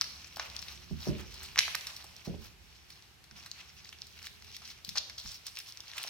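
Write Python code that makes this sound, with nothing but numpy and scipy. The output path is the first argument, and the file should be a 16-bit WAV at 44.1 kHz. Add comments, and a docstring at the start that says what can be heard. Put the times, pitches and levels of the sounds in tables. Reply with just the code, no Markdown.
"""On a kitchen worktop, close to a phone, fingers unfold a foil-lined paper wrapper round a soft block.
A fine rustle is made of thousands of tiny random creases; larger creases snap as bursts of jolts that
ring the sheet, the loudest, near 1.59 s, built of two overlapping bursts. The hard-walled kitchen echoes
the wrapper through decaying bands of noise. Block and hands thud on the worktop, which booms as a bank of
damped sines. Underneath lie a wavering rumble, a faint filtered hiss and a distant engine of sine orders."""
import sys
import numpy as np
from scipy import signal
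from scipy.fft import rfft, irfft, next_fast_len
from scipy.io import wavfile
from scipy.ndimage import uniform_filter1d

SR = 44100
rng = np.random.default_rng(int(sys.argv[2]) if len(sys.argv) > 2 else 0)


def digitize_waveform(pressure):
    """Quantize a signal to 16-bit integers and store it at the path in sys.argv[1].

    Rows of a 2-D input are taken as channels; values are limited to [-1, 1].
    """
    field = np.atleast_2d(pressure).T
    bounded = np.clip(field, -1, 1)
    quanta = np.round(bounded * 32767).astype(np.int16)
    wavfile.write(sys.argv[1], SR, quanta)


N = 268569
T = np.arange(N) / SR

# The sheet never quite rests. Each row: time in seconds, level in dB before the rustle trim.
RESTING_RUSTLE = [(0, -48.5), (.35, -52), (.65, -46), (.9, -56.5), (1.45, -45.5), (2.0, -56), (2.35, -57.5),
                  (2.56, -68), (2.68, -59.5), (3.05, -64), (3.2, -71), (3.6, -55), (4.9, -61), (5.4, -57.5),
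                  (6.09, -54.5)]
# Swells of the rustle, from a pull on the sheet or, at 1.615 s, the ringing tail of the big snap.
# Each row: peak time in seconds, level in dB before the rustle trim, rise in ms, fall in ms,
# dull share in dB, its tilt in dB per octave, airy share in dB.
SWELLS = [(.405, -45, 14, 31, 7.5, -6, -14), (.686, -63, 8, 20, -8, 3, -25),
          (1.01, -51.5, 7.9, 45, -3, -7, -5), (1.075, -45.5, 65, 34, -6, -7.5, -3),
          (1.199, -58, 19, 22, 8, -8, -3), (1.615, -52, 28, 110, 5.5, 22, -10),
          (1.88, -48.5, 23, 120, -1, -5.5, -22), (2.25, -48, 4.9, 36, -10, -12, -10),
          (2.459, -51, 53, 32, -3, -2, -5), (2.758, -54, 11.6, 37, -18, 6, -22),
          (2.905, -60, 14, 85, -8, -6, -8), (3.369, -50, 8.8, 58, -0.5, -1.5, -11),
          (3.608, -50.5, 32, 12, 6.5, 8, -17), (4.263, -47.5, 64, 18, -1.5, 2, -6),
          (4.549, -43.5, 28, 16, -12.5, 21, -15), (4.701, -44.5, 80, 32, -6.5, 2, -13),
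          (4.86, -51, 7.2, 51, -3, 2, -8), (4.961, -36.5, 1.9, 15, 4.5, -7, -25),
          (4.983, -22.5, 7.9, 3.5, -29, 6, -41), (5.195, -39.5, 7.8, 31, -15.5, -10, -14),
          (5.279, -39, 23, 29, -14, -2, -14), (5.36, -46.5, 24, 20, -16, 8, -12),
          (5.471, -42.5, 8.1, 17, -27, 4, -15), (5.585, -46.5, 19, 18, -1.5, 11, -8),
          (5.688, -44, 15, 17, -17, 4, -13), (5.981, -42, 43, 48, 0.5, -0.5, -12),
          (6.07, -46, 48, 65, -5, 0, -10)]
# Crisp resonances of the foil. Each row: centre in Hz, width in Hz (widened for the rustle), level in dB.
FOIL = [(3170, 630, -1), (4334, 620, 3.5), (5546, 680, 7.5), (6320, 2540, -4)]
# Broad facets that give the duller part. Each row: centre in Hz, width in Hz before widening, level in dB.
FACETS = [(1033, 690, -4), (1800, 1700, -7.5), (2640, 800, 2.5), (3360, 1300, -8)]
DULL_SHARE_DB, AIR_SHARE_DB = -1.5, -11.5  # duller part and airy top of the resting rustle
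RUSTLE_TRIM_DB = -5.5

# Low rumble. Each row: time in seconds, level in dB.
RUMBLE = [(0, -60), (1.3, -60), (1.8, -64), (2.5, -62), (2.9, -67), (5.35, -66), (5.6, -70), (6.09, -70)]
# Colour of the hiss. Each row: frequency in Hz, relative level in dB per Hz.
HISS_COLOUR = [(59, -41), (100, 5.5), (251, -26), (324, -8.5), (564, -17), (761, -10.5), (884, -14),
               (1330, -13), (2460, -10.5), (5430, -16), (9070, -24.5), (14800, -24.5), (16500, -48)]
HISS_DB = -61

# A distant engine drones past. Each row: time in seconds, cycle rate in Hz, level in dB before its trim.
ENGINE = [(0, 27.85, -83), (0.597, 35.3, -63.5), (1.65, 39.77, -62.5), (1.85, 39.04, -76),
          (3.199, 31.94, -72), (3.502, 35.33, -68), (4.102, 41.09, -68), (4.5, 41.73, -68),
          (4.801, 40, -67.5), (4.999, 39.7, -82), (6.09, 37, -94)]
# Engine orders. Each row: multiple of the cycle rate, level in dB.
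ENGINE_ORDERS = [(2, 0), (3, -13), (4, -10), (5, -8), (10, -14)]
ENGINE_TRIM_DB = 5

# Creases that snap; 0.018 s and 1.594 s are early reflections of the snap just before, and 1.5896 s
# and 1.5909 s together make the loudest snap. Each row: time in seconds, crisp peak in dB before the
# snap trim, panel peak in dB over the crisp one, panel pitch in Hz, fine edge peak in dB over the
# crisp one, crumple time in ms (shortened by CRUMPLE_OFFSET_MS).
SNAPS = [(0.0117, -10.5, -16, 1590, -20, 1.07), (0.018, -24, 0.5, 2090, -6.5, 2),
         (0.0421, -31.5, -5, 1920, -8.5, 2.5), (.245, -40, -1, 2020, -21, 3),
         (0.3605, -33.5, -28, 2440, -6, 1.9), (0.3697, -35, 1.5, 930, 0.5, 1.9),
         (0.383, -53, 14, 1300, -8, 3.1), (0.3969, -22, -2.5, 1350, -26, 1.55),
         (0.5, -33.5, -30, 1410, -9, 0.74), (0.5649, -24, -30, 2550, -10, 0.55),
         (0.591, -30, -13, 4000, -23, 1.8), (.619, -37, -22, 2500, 1, 1.4),
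         (0.6261, -31, -4, 2570, -28, 1.8), (0.684, -34, -4, 2720, -15, 6.6),
         (0.7218, -35.5, -15, 1360, -18, 1), (0.776, -46, 3, 2830, -17, 1.4),
         (1.058, -43, -2, 1110, -32, 2.8), (1.342, -38, -10, 2300, -2, 3.5),
         (1.4327, -52, -6, 2378, 15.5, 5.5), (1.5596, -39, 16.5, 1950, -12, 0.65),
         (1.5716, -37, 6, 1180, -16, 1.2), (1.5774, -18.5, -0.5, 2220, -37, 1.4),
         (1.585, -19.5, 1.5, 2090, -34, 1.4), (1.5896, -5, -0.5, 2320, -18, 0.92),
         (1.5909, -23.5, 12.5, 3700, -26, 2.3), (1.594, -23, -1, 2420, -15, 1.2),
         (1.606, -28, 9, 3100, -15, 1.4), (1.643, -42, -4, 3300, -20, 1.2),
         (1.6802, -36, 11.5, 1450, -15, 1.4), (1.7486, -29.5, 12, 1930, -36, .6),
         (1.752, -18, -6, 1830, 0, 0.96), (1.81, -30.5, -17, 2014, -24, 0.85),
         (1.87, -25, -7.5, 2200, -8, 3.5), (1.965, -32.5, -24, 2390, -6, 3.7),
         (2.0246, -41, -2, 2600, -19, 0.78), (2.043, -45, -3, 597, 3, 2.9),
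         (2.165, -36, -30, 1736, -4, 1.5), (2.904, -41.5, -0.5, 2404, -1, 3),
         (3.0236, -42.5, -23, 2453, -22, 0.92), (3.241, -44.5, -4, 1960, -3, 1.8),
         (3.3114, -39.5, -7, 1740, -14, 1.7), (3.4621, -36, -3.5, 1640, -8, 4.5),
         (3.5148, -26.5, -20, 2500, -12, 1.2), (3.701, -51, 5, 2270, -12, 1.5),
         (3.847, -39, -20, 2160, -15, 2), (3.856, -46.5, 7, 2600, -8, 1.4),
         (3.8913, -33.5, -11, 2165, -25, 0.73), (3.928, -46.5, 13, 2870, -3, 3.1),
         (3.987, -40.5, -10, 4000, -25, 1.5), (4.019, -25.5, -37, 2270, -36, 0.65),
         (4.069, -40, -24, 2620, -1.5, 1.8), (4.1902, -37.5, -5, 2232, -34, 0.88),
         (4.2196, -43, -1, 1765, -7, 1.1), (4.228, -36, -15, 2504, -3, 1.6),
         (4.2432, -41, 1, 2000, -15, 0.93), (4.264, -39, -5, 2500, -6, 1.5),
         (4.2696, -31.5, 0.5, 2180, -5.5, 1.8), (4.4231, -38, -4, 1980, -10, 1.1),
         (4.4457, -43.5, 0.5, 2520, -1, 2.7), (4.516, -42, -3, 3300, -20, 1),
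         (4.566, -31, -5.5, 2600, -4, 1.36), (4.62, -42, -3.5, 1010, -12, 2.6),
         (4.654, -35, -8, 2800, -17, 2.5), (4.677, -37.5, 2, 3200, -15, 0.6),
         (4.702, -38.5, -21, 3500, -16, 6.2), (4.715, -41.5, 1.5, 2780, -9, 2),
         (4.848, -28.5, -32, 2740, -6, 1.76), (4.8914, -25.5, -7.5, 2720, -4.5, 2.4),
         (4.9561, -30, -6.5, 1320, -20, 3.3), (4.974, -18, -14.5, 1390, -28, 3.7),
         (4.981, -17.5, -13, 3200, -25, 2.9), (4.9845, -22, -27, 2800, -14, 1.1),
         (5.0978, -32, -4.5, 1795, -8, 2.7), (5.182, -31, -16, 1560, -14, 4.9),
         (5.199, -33, -18, 2500, -20, 2.2), (5.2599, -36, -4, 1520, -7, 0.66),
         (5.2915, -33, -22, 3000, -20, 0.9), (5.318, -35.5, -36, 2520, -2, 5.1),
         (5.4673, -27.5, -12.5, 1780, 1.5, 0.66), (5.4816, -35, -5, 2320, -16, 0.7),
         (5.555, -38, -14, 2400, -1, 1.4), (5.5638, -32, -13, 2750, -8.5, 0.75),
         (5.5714, -29.5, -0.5, 2480, -17, 1.3), (5.5883, -27.5, -13, 2110, -1.5, 1.9),
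         (5.602, -31.5, -10, 2200, -11, 3.2), (5.723, -32, -23, 1960, -9, 0.67),
         (5.773, -30, -10, 2600, -11, 0.56), (5.797, -53, 4, 770, -14, 1.5),
         (5.8043, -28.5, -22, 2360, -12, 1.26), (5.872, -41, -20, 2490, -20, 1.1),
         (5.881, -34.5, -29, 2750, -20, 0.73), (5.9, -43, 5, 2400, -15, 1.9),
         (5.9155, -34.5, -5, 2580, -26, 1.2), (5.935, -44.5, 10.5, 2700, -13, 1.8),
         (5.97, -38, -11, 2500, 3, 1.9), (5.98, -37.5, 12, 2500, -15, 0.9),
         (5.983, -40.5, 16.5, 2440, 11.5, 1.7), (6.016, -38, -13, 3300, -20, 1),
         (6.031, -33.5, -17, 2080, 9, 1.5), (6.0387, -28.5, 3, 2930, -1, 0.62),
         (6.048, -52, 12, 785, -11, 2.4), (6.0747, -29.5, -9, 2150, -19, 2.4),
         (6.08, -30, -18, 2500, -14, 0.77)]
# Fine edge of a snap. Each row: centre in Hz, width in Hz, level in dB.
EDGE = [(7950, 6200, 2.5), (14770, 1200, 10)]
# Side on which the fingers work. 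Each row: time in seconds, left minus right in dB.
HANDS = [(0, 3), (.65, 6), (1.1, 17), (1.6, -2), (3.3, 2.5), (4.0, -1.5), (4.5, 4), (4.9, 2), (6.09, 1.5)]
HANDS_SCATTER_DB = 3  # spread of single bursts round that side
CRISP_HZ, CRISP_SCATTER = 4700, 0.06  # pitch of the crisp part and its relative spread between bursts
CRUMPLE_OFFSET_MS = 0.7
BUILD_SHARE = 0.47  # time constant of the creak before the flip, as a share of the shortened crumple time
FLIP = 5  # size of the flip against the jolts round it
SNAP_TRIM_DB = 1.5

# Echo bands. Each row: centre in Hz, t60 in seconds, relative echo level in dB.
KITCHEN = [(434, 0.96, -20), (1400, 1, -35), (2240, 0.75, -26.5), (3060, 0.56, -16.5), (5550, 0.13, -19),
           (11800, 1, -14.5)]
ECHO_TRIM_DB = -29

# Thuds on the worktop. Each row: start in seconds, approximate peak in dB before the thud trim, left
# minus right in dB, contact in ms, damping by the hand as a factor, build-up in cycles, bass lift in dB.
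THUDS = [(.911, -31.5, -6, 4.46, 1.13, 0.16, 8), (1.069, -24, -3, 2.32, 0.84, 1.6, 9),
         (2.272, -29, -4, 2.62, 0.85, 1.2, 7), (2.341, -49.5, -12, 1.1, 2.2, 0.43, 15),
         (3.319, -52.5, -7.5, 4.7, 0.58, 0.92, 4), (4.877, -47.5, -4, 4.9, 0.82, 0.77, -5),
         (5.247, -45.5, -11.5, 10, 2.3, 0.69, 0)]
# Worktop modes. Each row: frequency in Hz, level in dB, undamped t60 in seconds, right port lag in radians.
WORKTOP = [(54.4, -19, 0.9, 1.37), (77.7, -11.5, 0.49, 6.17), (106.5, -10.5, 0.46, 3.9),
           (151.5, 2.5, 0.23, 3.43), (207.5, -1, 0.35, 1.41), (299.4, -6.5, 0.35, 1.08),
           (374.7, -1.5, 0.32, 0.46), (434, -7.5, 0.54, 1.6), (526, -13, 0.59, 0.15),
           (590, 2.5, 0.25, 0.088), (692, 6.5, 0.088, 0.87), (916, 3, 0.25, 0.4)]
BLUR_SHARE = 0.085  # relative spread of the neighbours round each worktop mode
THUD_TRIM_DB = 1

# Colour of the two microphone ports. 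Each row: frequency in Hz, left minus right in dB.
PORTS = [(300, 6), (1200, -5), (2400, -0.5), (4400, 1.2), (8000, -5.5), (15000, 1.5)]
TOP_HZ = 16200  # upper limit of the phone


def undb(db):
    """Turn dB into a gain."""
    return 10 ** (np.asarray(db) / 20)


def unit(x):
    """Scale to an RMS of 1."""
    return x / np.sqrt(np.mean(x ** 2))


def sides(pan_db):
    """Gains of the left and right port, split evenly round the centre."""
    return undb(np.array([pan_db, -pan_db]) / 2)


def over_time(table):
    """Glide in straight lines through rows of time and value."""
    return np.interp(T, *np.transpose(table))


def peak(f, hz, width):
    """Response of a resonance, gain 1 at its centre."""
    return 1j * f * width / (hz ** 2 - f ** 2 + 1j * f * width)


def ring(f, modes):
    """Response of several resonances, summed with alternating sign."""
    return sum((-1) ** k * undb(db) * peak(f, hz, width) for k, (hz, width, db) in enumerate(modes))


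def shape(x, response):
    """Filter along time by a response given as a function of Hz."""
    size = next_fast_len(x.shape[-1] + 4096)
    f = np.arange(size // 2 + 1) * SR / size + 1e-3
    return irfft(rfft(x, size) * response(f), size)[..., :x.shape[-1]]


def line(f, table):
    """Read dB off a curve drawn over log frequency."""
    hz, db = np.transpose(table)
    return np.interp(np.log(f), np.log(hz + 1), db)


def walk(rate):
    """Random levels held 1 / rate s and slewed twice; spread near 1."""
    hold = int(SR / rate)
    steps = np.repeat(rng.standard_normal(N // hold + 1), hold)
    slewed = uniform_filter1d(uniform_filter1d(steps, hold), hold)
    return unit(slewed[:N])


def pair(like, size):
    """Noise at the two ports, alike by the share given."""
    mid, side = rng.standard_normal((2, size))
    like = np.clip(like, 0, 1)
    return np.sqrt((1 + like) / 2) * mid + np.sqrt((1 - like) / 2) * side * np.array([[1], [-1]])


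def creases(modes, colour):
    """Tiny creases, most faint; every resonance has its own creases and its own flurries."""
    out = []
    for hz, width, db in modes:
        struck = rng.random(N) < 450 / SR  # about 450 creases a second
        grains = struck * undb(4.0 * np.minimum(rng.exponential(size=N), 3.4))
        grains = np.sqrt(signal.lfilter([.06], [1, -.94], grains ** 2))  # each crease is a burst under 1 ms
        jolts = grains * pair(.6, size=N) + .16 * pair(.4, size=N)
        flurries = undb(db + 2.2 * walk(35))
        out.append(flurries * shape(jolts, lambda f: peak(f, hz, 1.88 * width) ** 2 * colour(f)))
    return np.array(out) / np.sqrt(np.mean(sum(out) ** 2))


def rustle():
    """Thousands of tiny creases a second, each ringing one resonance of the sheet, rise in swells."""
    crisp = undb(over_time(RESTING_RUSTLE))
    octaves = np.log2(np.array(FACETS)[:, :1] / 2200)  # place of each facet in the tilt
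    dull = crisp * undb(DULL_SHARE_DB) + 0 * octaves  # one level curve per facet
    air = crisp * undb(AIR_SHARE_DB)
    for s, db, rise_ms, fall_ms, dull_db, tilt_db, air_db in SWELLS:
        age = (T - s) * 1000 / np.where(T < s, max(rise_ms, .5), max(fall_ms, 1))
        swell = undb(db) * np.exp(-np.abs(age) ** 1.3)
        crisp = crisp + swell
        dull = dull + undb(dull_db + tilt_db * octaves) * swell
        air = air + undb(air_db) * swell
    airy_modes = ((8900, 4600, 0.5), (12600, 10000, 0.54))  # Hz, width in Hz before widening, dB
    sheet = crisp * creases(FOIL, lambda f: peak(f, 3800, 2740)).sum(0)
    sheet = sheet + (dull[:, None] * creases(FACETS, lambda f: peak(f, 1770, 5100))).sum(0)
    sheet = sheet + air * creases(airy_modes, lambda f: peak(f, 15800, 10400)).sum(0)
    return sheet * undb(RUSTLE_TRIM_DB + 1.7 * walk(60))


def rumble():
    """Noise through narrow low resonances wavers near 70 Hz, louder at the right port."""
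    low = shape(pair(1.0, size=N), lambda f: peak(f, 72.0, 41) ** 2 + undb(-8.5) * peak(f, 122.0, 143) ** 2)
    return unit(low) * undb(over_time(RUMBLE)) * sides(-2.5)[:, None]


def hiss():
    """Steady coloured noise, almost unrelated at the two ports."""
    noise = shape(pair(0.081, size=N), lambda f: undb(line(f, HISS_COLOUR)))
    return unit(noise) * undb(HISS_DB)


def engine():
    """A few orders of the cycle rate, each wavering in level at random."""
    s, *columns = np.transpose(ENGINE)
    hz, db = (np.interp(T, s, column) for column in columns)
    turn = 2 * np.pi * np.cumsum(hz * (1 + 0.00623 * walk(22.82))) / SR
    lag = 0.46 * np.array([[0], [1]])  # radians per order at the left and right port
    drone = 0
    for order, order_db in ENGINE_ORDERS:
        drone = drone + undb(order_db + 3.2 * walk(8)) * np.sin(order * (turn - lag))
    return drone * undb(db + ENGINE_TRIM_DB) * sides(-6.5)[:, None]


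def snaps():
    """Bursts of tiny jolts, as a crease flips, ring the foil and the flat panel next to it."""
    size, lead = 2048, 256  # samples in a burst, and before its centre
    out, t = np.zeros((2, N + size)), np.arange(size) / SR
    scatter = rng.standard_normal((len(SNAPS), 2))
    for (s, db, panel_db, panel_hz, edge_db, ms), (pitch, side) in zip(SNAPS, scatter):
        crisp_hz = CRISP_HZ * (1 + CRISP_SCATTER * pitch)
        pan_db = np.interp(s, *np.transpose(HANDS)) + HANDS_SCATTER_DB * side
        age = (t - t[lead]) / (max(ms - CRUMPLE_OFFSET_MS, .1) / 1000)
        envelope = np.exp(np.where(age < 0, age / BUILD_SHARE, -np.abs(age) ** .5))
        jolt = pair(0.94, size=size) * envelope
        jolt[:, lead + 6] -= FLIP  # the flip itself, one sharp step
        crisp = shape(jolt, lambda f: ring(f, FOIL) * peak(f, crisp_hz, 4300) ** 2)
        panel = shape(jolt, lambda f: peak(f, panel_hz, 0.98 * panel_hz) ** 2)
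        edge = shape(jolt, lambda f: ring(f, EDGE) * peak(f, 7300, 3400))
        parts = ((0, crisp), (panel_db, panel), (edge_db, edge))
        snap = sum(undb(part_db) * part / abs(part).max() for part_db, part in parts)
        k = int(s * SR) - lead
        out[:, k:k + size] += undb(db + SNAP_TRIM_DB) * sides(pan_db)[:, None] * snap
    return out[:, :N]


def kitchen(x):
    """Diffuse echo, each band with its own decay, unrelated at the two ports."""
    t, tail = np.arange(SR) / SR, 0
    for hz, t60, db in KITCHEN:
        band = unit(shape(rng.standard_normal((2, SR)), lambda f: peak(f, hz, 1.11 * hz) ** 2))
        tail = tail + undb(db + ECHO_TRIM_DB) * band * np.exp(-np.log(1000) * t / t60)
    tail = tail * (1 - np.exp(-(t / 0.0014) ** 2))  # the echo fades in over the first few ms
    return signal.fftconvolve(x.mean(0)[None], tail)[:, :N]


def thuds():
    """A soft push sets the worktop booming; its slow bending waves reach the ports out of step."""
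    out, t = np.zeros((2, N + SR)), np.arange(SR) / SR
    for s, db, pan_db, ms, damp, cycles, bass_db in THUDS:
        boom = 0
        for hz, mode_db, t60, lag in WORKTOP:
            soft = 1 / (1 + (hz * ms / 1000) ** 4)  # a longer contact feeds the high modes less
            swell = 1 - np.exp(-t * hz / max(cycles, .1))  # each mode builds up over its own cycles
            decay = np.exp(-np.log(1000) * t * damp / t60)
            turn = 2 * np.pi * hz * t
            tone = np.sin(turn - lag * np.array([[0], [1]]))
            for apart, left, right in rng.standard_normal((8, 3)):  # close neighbours blur the pitch
                phase = lag * np.array([[left], [right]])
                tone = tone + 0.81 * np.sin(turn * (1 + BLUR_SHARE * apart) + phase)
            level = undb(mode_db + bass_db / (1 + (hz / 100) ** 4))  # the bass lift fades out above 100 Hz
            boom = boom + level * soft * swell * decay * tone
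        k = int(s * SR)
        strength = 3.94 * np.sqrt(np.mean(boom.mean(0)[:SR // 12] ** 2))  # near the peak of the first 80 ms
        out[:, k:k + SR] += undb(db + THUD_TRIM_DB) * sides(pan_db)[:, None] * boom / strength
    return out[:, :N]


def ports(x):
    """The two ports colour the wrapper differently; the left one leads, less in the treble."""
    def lead(f):
        return np.exp(2j * np.pi * f * 6e-5 / (1 + (f / 8000) ** 2))
    left = shape(x[0], lambda f: undb(line(f, PORTS) / 2) * lead(f))
    right = shape(x[1], lambda f: undb(-line(f, PORTS) / 2))
    return np.array([left, right])


def scene():
    """The wrapper with its echo, over thuds, engine, rumble and hiss."""
    clicks, sheet = snaps(), rustle()
    wrapper = ports(clicks + sheet + kitchen(clicks + .5 * sheet))
    return wrapper + thuds() + engine() + rumble() + hiss()


def record(dry):
    """The phone rounds the loudest peaks and cuts the top."""
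    soft = 1.1 * np.tanh(dry / 1.1)
    return signal.sosfilt(signal.ellip(10, .2, 80, TOP_HZ, fs=SR, output="sos"), soft)


dry = scene()
out = record(dry)
digitize_waveform(out)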